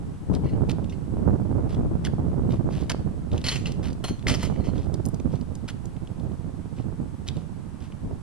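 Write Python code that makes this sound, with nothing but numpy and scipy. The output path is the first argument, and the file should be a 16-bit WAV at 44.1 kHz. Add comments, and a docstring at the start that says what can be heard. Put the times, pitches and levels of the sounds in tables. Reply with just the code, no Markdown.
"""A small bicycle is shuffled over asphalt and laid down, and its rider walks off in gusty wind.
Pedal, peg and handlebar strike, rebound and grind on the ground, and the steel frame rings.
The chain jingles; soles scuff and crack loose grit; a wooden fence answers faintly.
Wind buffets the two ports of a camera microphone, mostly the right one."""
import sys
import numpy as np
from scipy import signal
from scipy.fft import rfft, irfft, next_fast_len
from scipy.io import wavfile
from scipy.ndimage import uniform_filter1d, map_coordinates

SR = 44100
rng = np.random.default_rng(int(sys.argv[2]) if len(sys.argv) > 2 else 0)


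def unload_wav(signal):
    """Save mono or channel-first audio to the path in sys.argv[1] as 16-bit WAV at rate SR, clipped to [-1, 1]."""
    wavfile.write(
        sys.argv[1],
        SR,
        np.round(np.clip(np.atleast_2d(signal).T, -1, 1) * 32767).astype(np.int16),
    )


N = 362502

# crunch of grit on asphalt: (frequency [Hz], level [dB])
GRIT_SPECTRUM = [(400, -41), (1300, 0.5), (3000, 3.5), (5000, -1.5), (7500, -15), (10500, -15),
                 (12500, -50)]
# dull thud on the ground: (frequency [Hz], level [dB])
THUD_SPECTRUM = [(60, 6), (200, -6), (600, -2), (1200, -4), (2500, -25.5)]
# feet landing on a loose stone:
# (crack time [s], scrape level [dB], slide before the crack [s], crack level [dB], crack pitch [Hz])
FOOTFALLS = [(0.3496, -52, 0.019, -27, 4100), (0.696, -43.5, 0.009, -19.5, 3150),
             (1.7458, -53.5, 0.063, -31, 3000), (2.05, -39.5, 0.0071, -16.5, 2700),
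             (2.896, -32, 0.0024, -21, 3600), (5.686, -42.5, 0.0091, -26, 2980),
             (7.2854, -50.5, 0.024, -18.5, 3570)]


def amp(db):
    """Decibels to gain."""
    return 10 ** (np.asarray(db) / 20)


def unit(x):
    """Scale to rms 1."""
    return x / np.sqrt(np.mean(x ** 2) + 1e-20)


def along(points, hz):
    """Read (frequency [Hz], value) points on a log axis."""
    f, v = np.transpose(points)
    return np.interp(np.log(hz + 1), np.log(f + 1), v)


def curve(rows):
    """One value per sample from (time [s], value) rows."""
    return np.interp(np.arange(N) / SR, *np.transpose(rows))


def add(track, s, sound):
    """Mix a short sound into a track at time s."""
    part = track[max(round(s * SR), 0):][:len(sound)]
    part += sound[:len(part)]


def filtered(x, response):
    """Filter x by a complex response of frequency."""
    size = next_fast_len(x.shape[-1] + 8192)
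    return irfft(rfft(x, size) * response(np.fft.rfftfreq(size, 1 / SR)), size)[..., :x.shape[-1]]


def coloured(x, spectrum):
    """x equalised by a spectrum, at rms 1."""
    return unit(filtered(x, lambda hz: amp(along(spectrum, hz))))


def noise(spectrum):
    """Smooth coloured noise of rms 1."""
    return coloured(rng.standard_normal(N), spectrum)


def wobble(rate):
    """A random drift with rate knots a second."""
    knots = rng.standard_normal(N // 8)
    return map_coordinates(knots, [np.arange(N) * rate / SR], order=1, mode="wrap")


def grains(clump_db, rate):
    """White crackle of rms 1: tiny fractures that come in clumps."""
    return unit(rng.standard_normal(N) * amp(clump_db * wobble(rate)))


def sparks(rate):
    """Randomly timed impulses of random size, rate a second."""
    return (rng.random(N) < rate / SR) * rng.standard_normal(N)


def steady(x, seconds):
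    """x with its slow swells evened out, at rms 1."""
    power = uniform_filter1d(x * x, max(round(seconds * SR), 1))
    return unit(x / np.sqrt(np.abs(power) + 0.082))


def blows(rows):
    """Envelope of hits that bite in and die away: (time [s], level [dB], t60 [s])."""
    env, t = np.zeros(N), np.arange(SR // 2) / SR
    for s, db, t60 in rows:
        add(env, s, amp(db - 60 * t / max(t60, .002)) * (1 - np.exp(-t / 0.0012)))
    return env


def strokes(rows):
    """Envelope of strokes that swell quickly and ease off: (start [s], length [s], level [dB])."""
    env = np.zeros(N)
    for s, length, db in rows:
        progress = np.linspace(0, 1, max(round(length * SR), 2))
        add(env, s, amp(db) * np.abs(np.sin(np.pi * progress ** 0.59)))
    return env


def pinged(hz, width):
    """Half a second of noise of rms 1 in one steep resonance; width is a share of its pitch."""
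    def resonance(f):
        damping = 1j * f * width * hz
        return (damping / (hz * hz - f * f + damping)) ** 2

    return unit(filtered(rng.standard_normal(SR // 2), resonance))


def ringing(modes, blur):
    """A metal ring with fresh mode strengths; rubbing blurs the partials, the high ones most."""
    t = np.arange(SR // 2) / SR
    hz, db, t60 = np.transpose(modes)[:, :, None]
    strength, phase = rng.standard_normal((2, len(hz), 1))
    waver = blur * np.cumsum(rng.standard_normal((len(hz), len(t))), axis=1) * hz / SR
    decay = amp(db + 2 * strength - 60 * t / t60)
    return (decay * np.sin(2 * np.pi * (hz * t + phase) + waver)).sum(0)


def snaps(rows, width, tinkle_db):
    """Broad snaps, each with a faint, longer tinkle: (time [s], level [dB], pitch [Hz])."""
    track, t = np.zeros(N), np.arange(SR // 16) / SR
    for s, db, hz in rows:
        snap = pinged(hz, width)[:len(t)] * amp(-5.0 - 60 * t / 0.013)
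        tinkle = pinged(hz, width=0.053)[:len(t)] * amp(tinkle_db - 60 * t / 0.072)
        add(track, s, amp(db) * (snap + tinkle) * (1 - np.exp(-t / 0.0004)))
    return track


def port_gains(lean_db):
    """Left and right gains of constant total power for a left-minus-right level."""
    share = amp(np.array([lean_db, -lean_db]) / 2)
    return 2 * share / np.linalg.norm(share, axis=0)


def background():
    """A bed of distant outdoor air, the camera's hiss and its faint narrow whine."""
    # murmur and hiss: (frequency [Hz], level [dB])
    air_spectrum = [(250, -17), (900, -2), (2100, -15.5), (5000, -22), (10500, -23), (13000, -38)]
    wide_air = np.array([noise(air_spectrum), noise(air_spectrum)])
    whine = unit(filtered(rng.standard_normal((2, N)), lambda hz: np.exp(-((hz - 7900) / 110) ** 2)))
    return amp(-56.0) * wide_air + amp(-61.5) * noise(air_spectrum) + amp(-75.0) * whine


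def yard(x):
    """Fence and houses scatter a thin, short tail, different at each port."""
    # decay of the reflections: (frequency [Hz], t60 [s])
    decay_times = [(2000, .55), (11000, .35)]
    hz, t, bands = signal.stft(rng.standard_normal((2, SR // 2)), SR, nperseg=256)
    tail = signal.istft(bands * amp(-60 * t / along(decay_times, hz)[:, None]), SR, nperseg=256)[1]
    return signal.fftconvolve(x[None], tail / np.linalg.norm(tail[0]), axes=1)[:, :N]


def wind():
    """Breeze and gusts stir a rumble at each port; small eddies flutter more as the flow rises."""
    # breeze at the microphone: (time [s], level [dB])
    breeze_levels = [(0, -34), (.22, -39.5), (.42, -27.5), (.7, -27.5), (1.02, -35), (1.2, -27.5),
                     (2.1, -29), (2.52, -26), (3.2, -34.5), (3.9, -29.5), (4.02, -35.5), (4.22, -36.5),
                     (4.36, -30.5), (4.62, -27), (5.1, -30.5), (5.7, -36), (6.6, -36.5), (8.22, -40)]
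    # which port the breeze favours: (time [s], left minus right [dB])
    breeze_pan = [(0, -7), (.35, 7), (.7, -9.5), (2.2, -5), (4.1, -8), (4.7, -12), (7.7, -10.5)]
    # gusts on top: (start [s], length [s], level [dB], left minus right [dB])
    gusts = [(0.285, 0.11, -24, 10), (0.568, 0.12, -27, -22), (1.248, 0.12, -22, -9),
             (1.53, 0.11, -27.5, -12), (1.768, 0.2, -26.5, 1), (3.041, 0.088, -29.5, -10),
             (3.303, 0.11, -27, -4.5), (4.091, 0.046, -28, 3), (4.259, 0.097, -22.5, -5),
             (5.235, 0.16, -27, -11.5), (6.2, 0.17, -30.5, -13), (6.437, 0.097, -34, -12),
             (6.759, 0.23, -32, -13), (6.976, 0.1, -32, -4), (7.268, 0.2, -32.5, -9.5),
             (8.022, 0.16, -30.5, -3.5)]
    # low buffeting: (frequency [Hz], level [dB])
    rumble_spectrum = [(15, -17), (75, 2.5), (170, 0.5), (280, -10.5), (450, -27), (1500, -86)]
    # small eddies: (frequency [Hz], level [dB])
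    flutter_spectrum = [(80, -5), (250, 7.5), (450, -0.5), (800, -10.5), (1400, -24), (3500, -60)]
    flutter_db, flutter_growth = -8.5, 1.37  # against the rumble; dB gained per dB of flow
    swell_db, swell_edge_hz, swell_growth = -44, 55.6, 0.59  # slow pressure, as strong at both ports
    breeze_db = curve(breeze_levels)
    breeze = amp(breeze_db)
    start, length, gust_db, lean_db = np.transpose(gusts)
    strength = np.hypot(breeze, strokes(zip(start, length, gust_db))) / amp(np.median(breeze_db))
    ports = []
    for breeze_gain, gust_gain in zip(port_gains(curve(breeze_pan)), port_gains(lean_db)):
        gusting = strokes(zip(start, length, gust_db + 20 * np.log10(gust_gain)))
        flow = np.hypot(breeze_gain * breeze, gusting)
        swirl = wobble(rate=35)
        rumble = steady(noise(rumble_spectrum) * amp(5.8 * swirl), seconds=0.081)
        flutter = steady(coloured(sparks(rate=480), flutter_spectrum) * amp(5.95 * swirl), seconds=.1)
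        swell = unit(filtered(rng.standard_normal(N), lambda hz: 1 / (1 + (hz / swell_edge_hz) ** 4)))
        buffet = flow * (rumble + amp(flutter_db) * strength ** (flutter_growth - 1) * flutter)
        ports.append(buffet + amp(swell_db) * strength ** swell_growth * swell)
    return np.array(ports)


def eddies(width_s=0.00055):
    """A passing eddy pops with one quick push and pull of pressure, mainly on the right port."""
    # single eddies slapping the microphone: (time [s], level [dB])
    pops = [(.574, -27), (.607, -20.5), (.783, -21), (1.168, -21), (1.285, -15), (1.398, -25), (1.525, -22),
            (2.182, -21), (2.688, -15), (2.945, -16), (3.343, -19), (4.498, -20.5)]
    track, t = np.zeros(N), np.arange(-SR // 200, SR // 200) / SR
    pulse = t / (width_s ** 2 + t * t) ** 2
    for s, db in pops:
        add(track, s - .003, amp(db) * pulse / pulse.max())
    return np.outer([.2, 1], track)


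def shoes(stop_after_crack_s=0.033):
    """Soles roll grit over the asphalt; a landing foot slides briefly and thuds."""
    # soles dragging: (start [s], length [s], level [dB])
    scuffs = [(2.49, 0.096, -53), (2.7, 0.19, -50.5), (3.31, 0.15, -55), (3.825, 0.1, -46.5),
              (4.73, 0.17, -56), (5.3, 0.11, -59.5), (6.76, 0.087, -60), (7.33, 0.13, -62),
              (7.8, 0.097, -57.5)]
    landings = [(s - slide, slide + stop_after_crack_s, db) for s, db, slide, _, _ in FOOTFALLS]
    push = strokes(scuffs + landings)
    crunch = steady(coloured(grains(clump_db=6.0, rate=450), GRIT_SPECTRUM), seconds=0.02)
    return push * (crunch + amp(-2.5) * noise(THUD_SPECTRUM))


def stones(pitch_hz=3360, scatter=0.18):
    """Loose stones crack under soles and tyres, each at its own pitch."""
    # stones pinched against the asphalt: (time [s], level [dB])
    pinches = [(0.7142, -26.5), (.843, -35.5), (2.5216, -35.5), (2.8084, -37), (3.3166, -33.5),
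               (3.3317, -33), (3.3788, -24), (3.415, -32), (3.72, -27.5), (3.908, -40), (3.9292, -34.5),
               (4.193, -36.5), (4.226, -37), (4.78, -34), (5.3555, -37.5), (5.412, -38.5), (5.9652, -41),
               (6.0732, -39), (6.1977, -42), (6.3186, -40), (6.785, -40.5), (7.279, -27), (7.368, -33),
               (7.922, -39.5)]
    cracks = [(s, db, hz) for s, _, _, db, hz in FOOTFALLS]
    cracks += [(s, db, pitch_hz * np.exp(scatter * rng.standard_normal())) for s, db in pinches]
    return snaps(cracks, width=0.62, tinkle_db=-30)


def clacks(t60=0.0081, crack_db=-11):
    """A heavily damped grip or heel cracks on the ground and rings for only a few cycles."""
    # hard, dull hits: (time [s], level [dB], pitch [Hz])
    hits = [(2.07, -22, 1600), (2.908, -21, 1370), (4.269, -10, 2070), (4.561, -36, 2000),
            (5.689, -26.5, 1500)]
    track, t = np.zeros(N), np.arange(SR // 20) / SR
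    attack = 1 - np.exp(-t / 0.00063)
    for s, db, hz in hits:
        add(track, s, amp(db + 4.0 - 60 * t / t60) * attack * np.sin(2 * np.pi * hz * t))
    return track + noise(GRIT_SPECTRUM) * blows((s, db + crack_db, .012) for s, db, _ in hits)


def settling():
    """The lying bicycle gives high, dry ticks as it settles."""
    # parts coming to rest: (time [s], level [dB], pitch [Hz])
    ticks = [(4.9414, -30, 4660), (5.054, -28.5, 5200), (5.0604, -28, 9600), (5.0865, -34.5, 9630),
             (5.1442, -34.5, 4700), (5.1992, -36, 3200), (5.5529, -34.5, 5060), (5.8557, -37.5, 5200)]
    return snaps(ticks, width=1.1, tinkle_db=-27)


def chain():
    """Links tinkle on the sprocket at slightly different pitches; twice the whole chain slaps."""
    # ring of chain and sprocket: (frequency [Hz], level [dB], t60 [s])
    sprocket_modes = [(2230, 3, 0.053), (2940, 1.5, 0.067), (4490, -6, 0.14), (5300, -11.5, 0.077)]
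    # loose chain as the bicycle rolls or rocks: (start [s], length [s], level [dB])
    jingles = [(.42, 0.17, -56), (4.5, 0.22, -58.5)]
    # chain hitting the frame: (time [s], level [dB])
    slaps = [(0.896, -49.5), (.9236, -50.5)]

    def ring():
        detune = np.exp(.07 * rng.standard_normal())
        return ringing([(hz * detune, db, t60) for hz, db, t60 in sprocket_modes], blur=2.2)

    track = np.zeros(N)
    for _ in range(4):
        link = ring()
        taps = unit(sparks(rate=45)) * strokes(jingles)
        track += signal.oaconvolve(taps, link / np.linalg.norm(link))[:N] / 2
    for s, db in slaps:
        add(track, s, amp(db) * ring())
    return track


def handlebar():
    """The steel tube rings at each touch, its close modes beating, then rattles faintly."""
    # ring of the tube: (frequency [Hz], level [dB], t60 [s])
    tube_modes = [(2503, -18, .35), (3160, -10, 0.16), (4220, 0, 0.19), (4255, -10, 0.18),
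                  (4317, -13, 0.15), (6218, -18, 0.28), (9800, -15, .15), (10060, -16, 0.31)]
    # bar end touching down and rebounding: (time [s], level [dB])
    taps = [(3.464, -38), (3.485, -36), (4.042, -36), (4.085, -41.5), (4.281, -43), (4.43, -54)]
    # loose bar as the lying bicycle rocks: (start [s], length [s], level [dB])
    rattles = [(4.48, 0.38, -67.5)]
    track = np.zeros(N)
    for s, db in taps:
        add(track, s, amp(db) * ringing(tube_modes, blur=.35))
    tube = ringing(tube_modes, blur=.35)
    chatter = unit(sparks(rate=40)) * strokes(rattles)
    return track + signal.oaconvolve(chatter, tube / np.linalg.norm(tube))[:N]


def shaken(x, t60):
    """Spokes, chain and rims answer with a thicket of short-lived modes."""
    t = np.arange(SR // 2) / SR
    modes = rng.standard_normal(len(t)) * amp(-60 * t / t60)
    return signal.fftconvolve(x, modes / np.linalg.norm(modes))[:N]


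def frame(force, roughness):
    """Pressing on rough ground drives the metallic resonances of frame and rims."""
    # resonances: (frequency [Hz], width [Hz], level [dB])
    frame_modes = [(2050, 180, 6), (3010, 130, 15), (3240, 110, 6.5), (4160, 250, 10.5), (5320, 460, 0)]

    def response(f):
        return sum((-1) ** k * amp(db) * 1j * f * width / (hz * hz - f * f + 1j * f * width)
                   for k, (hz, width, db) in enumerate(frame_modes))

    return filtered(force * roughness, response) / np.std(filtered(roughness, response))


def bicycle():
    """Hits and drags grind the asphalt and shake the frame; each struck part clanks at its own pitch."""
    # parts landing and rebounding:
    # (time [s], level [dB], thud offset [dB], clank pitch [Hz], t60 of the force [s])
    contacts = [(3.4402, -25, -13, 4430, 0.061), (3.4632, -22, -23, 4260, 0.045),
                (3.4844, -11.5, -32, 4280, 0.024), (3.513, -24.5, -20, 3200, 0.048),
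                (3.521, -29.5, -32, 2870, 0.079), (3.556, -24, -30, 2700, 0.055),
                (3.6563, -23.5, -31, 2770, 0.035), (3.667, -29.5, -22, 4230, 0.073),
                (4.0397, -24.5, -1.5, 3170, 0.086), (4.081, -35.5, 3, 4180, .06),
                (4.2804, -18.5, -8, 4760, 0.044), (4.2951, -19, -25, 3150, 0.027),
                (4.339, -23.5, -6, 3170, 0.04), (4.345, -23, -17, 5100, 0.016),
                (4.428, -30, 3, 2250, 0.063), (4.45, -38.5, 2.5, 5100, 0.059)]
    # metal dragging on asphalt: (start [s], length [s], level [dB])
    drags = [(3.439, 0.15, -38), (3.672, 0.089, -57), (4.071, 0.044, -48), (4.269, 0.084, -32.5),
             (4.388, 0.11, -43), (4.636, 0.081, -51.5)]
    # rasp of that metal: (frequency [Hz], level [dB])
    grind_spectrum = [(300, 8), (900, 2), (3100, 4.5), (5200, -4.5), (6500, -3), (8500, -12),
                      (10500, -10.5), (13000, -30)]
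    times, db, thud_db, clank_hz, force_t60 = np.transpose(contacts)
    force = amp(-9.0) * blows(zip(times, db, force_t60)) + strokes(drags)
    roughness = steady(grains(clump_db=2.5, rate=740), seconds=0.01)
    rasp = force * coloured(roughness, grind_spectrum)
    thuds = noise(THUD_SPECTRUM) * blows((s, level, .07) for s, level in zip(times, db + thud_db))
    clanks, t = np.zeros(N), np.arange(SR // 2) / SR
    attack = 1 - np.exp(-t / .0008)
    for s, level, hz in zip(times, db, clank_hz):
        add(clanks, s, pinged(hz, width=0.16) * amp(level - 8.0 - 60 * t / 0.06) * attack)
    ring = amp(-1.5) * frame(force, roughness) + amp(-8.0) * shaken(rasp, t60=0.37)
    return ring + amp(-2.0) * rasp + thuds + clanks


def scene():
    """Rider and bicycle are to the right, so their sound reaches the left port a little later."""
    # stereo spread of sound from the right: (frequency [Hz], side minus mid [dB])
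    side_levels = [(200, -46), (2500, -6.5), (4500, -8.5), (6200, 5.5)]
    direct = bicycle() + handlebar() + chain() + clacks() + shoes() + stones() + settling()
    side = filtered(direct, lambda hz: -1j * amp(along(side_levels, hz)))
    stereo = np.array([direct + side, direct - side])
    return stereo + amp(-13.5) * yard(direct) + wind() + eddies() + background()


def record(dry):
    """The camera cuts the treble steeply above its band limit."""
    top_hz = 12250
    return filtered(dry, lambda hz: 1 / np.sqrt(1 + (hz / top_hz) ** 80))


dry = scene()
out = record(dry)
unload_wav(out)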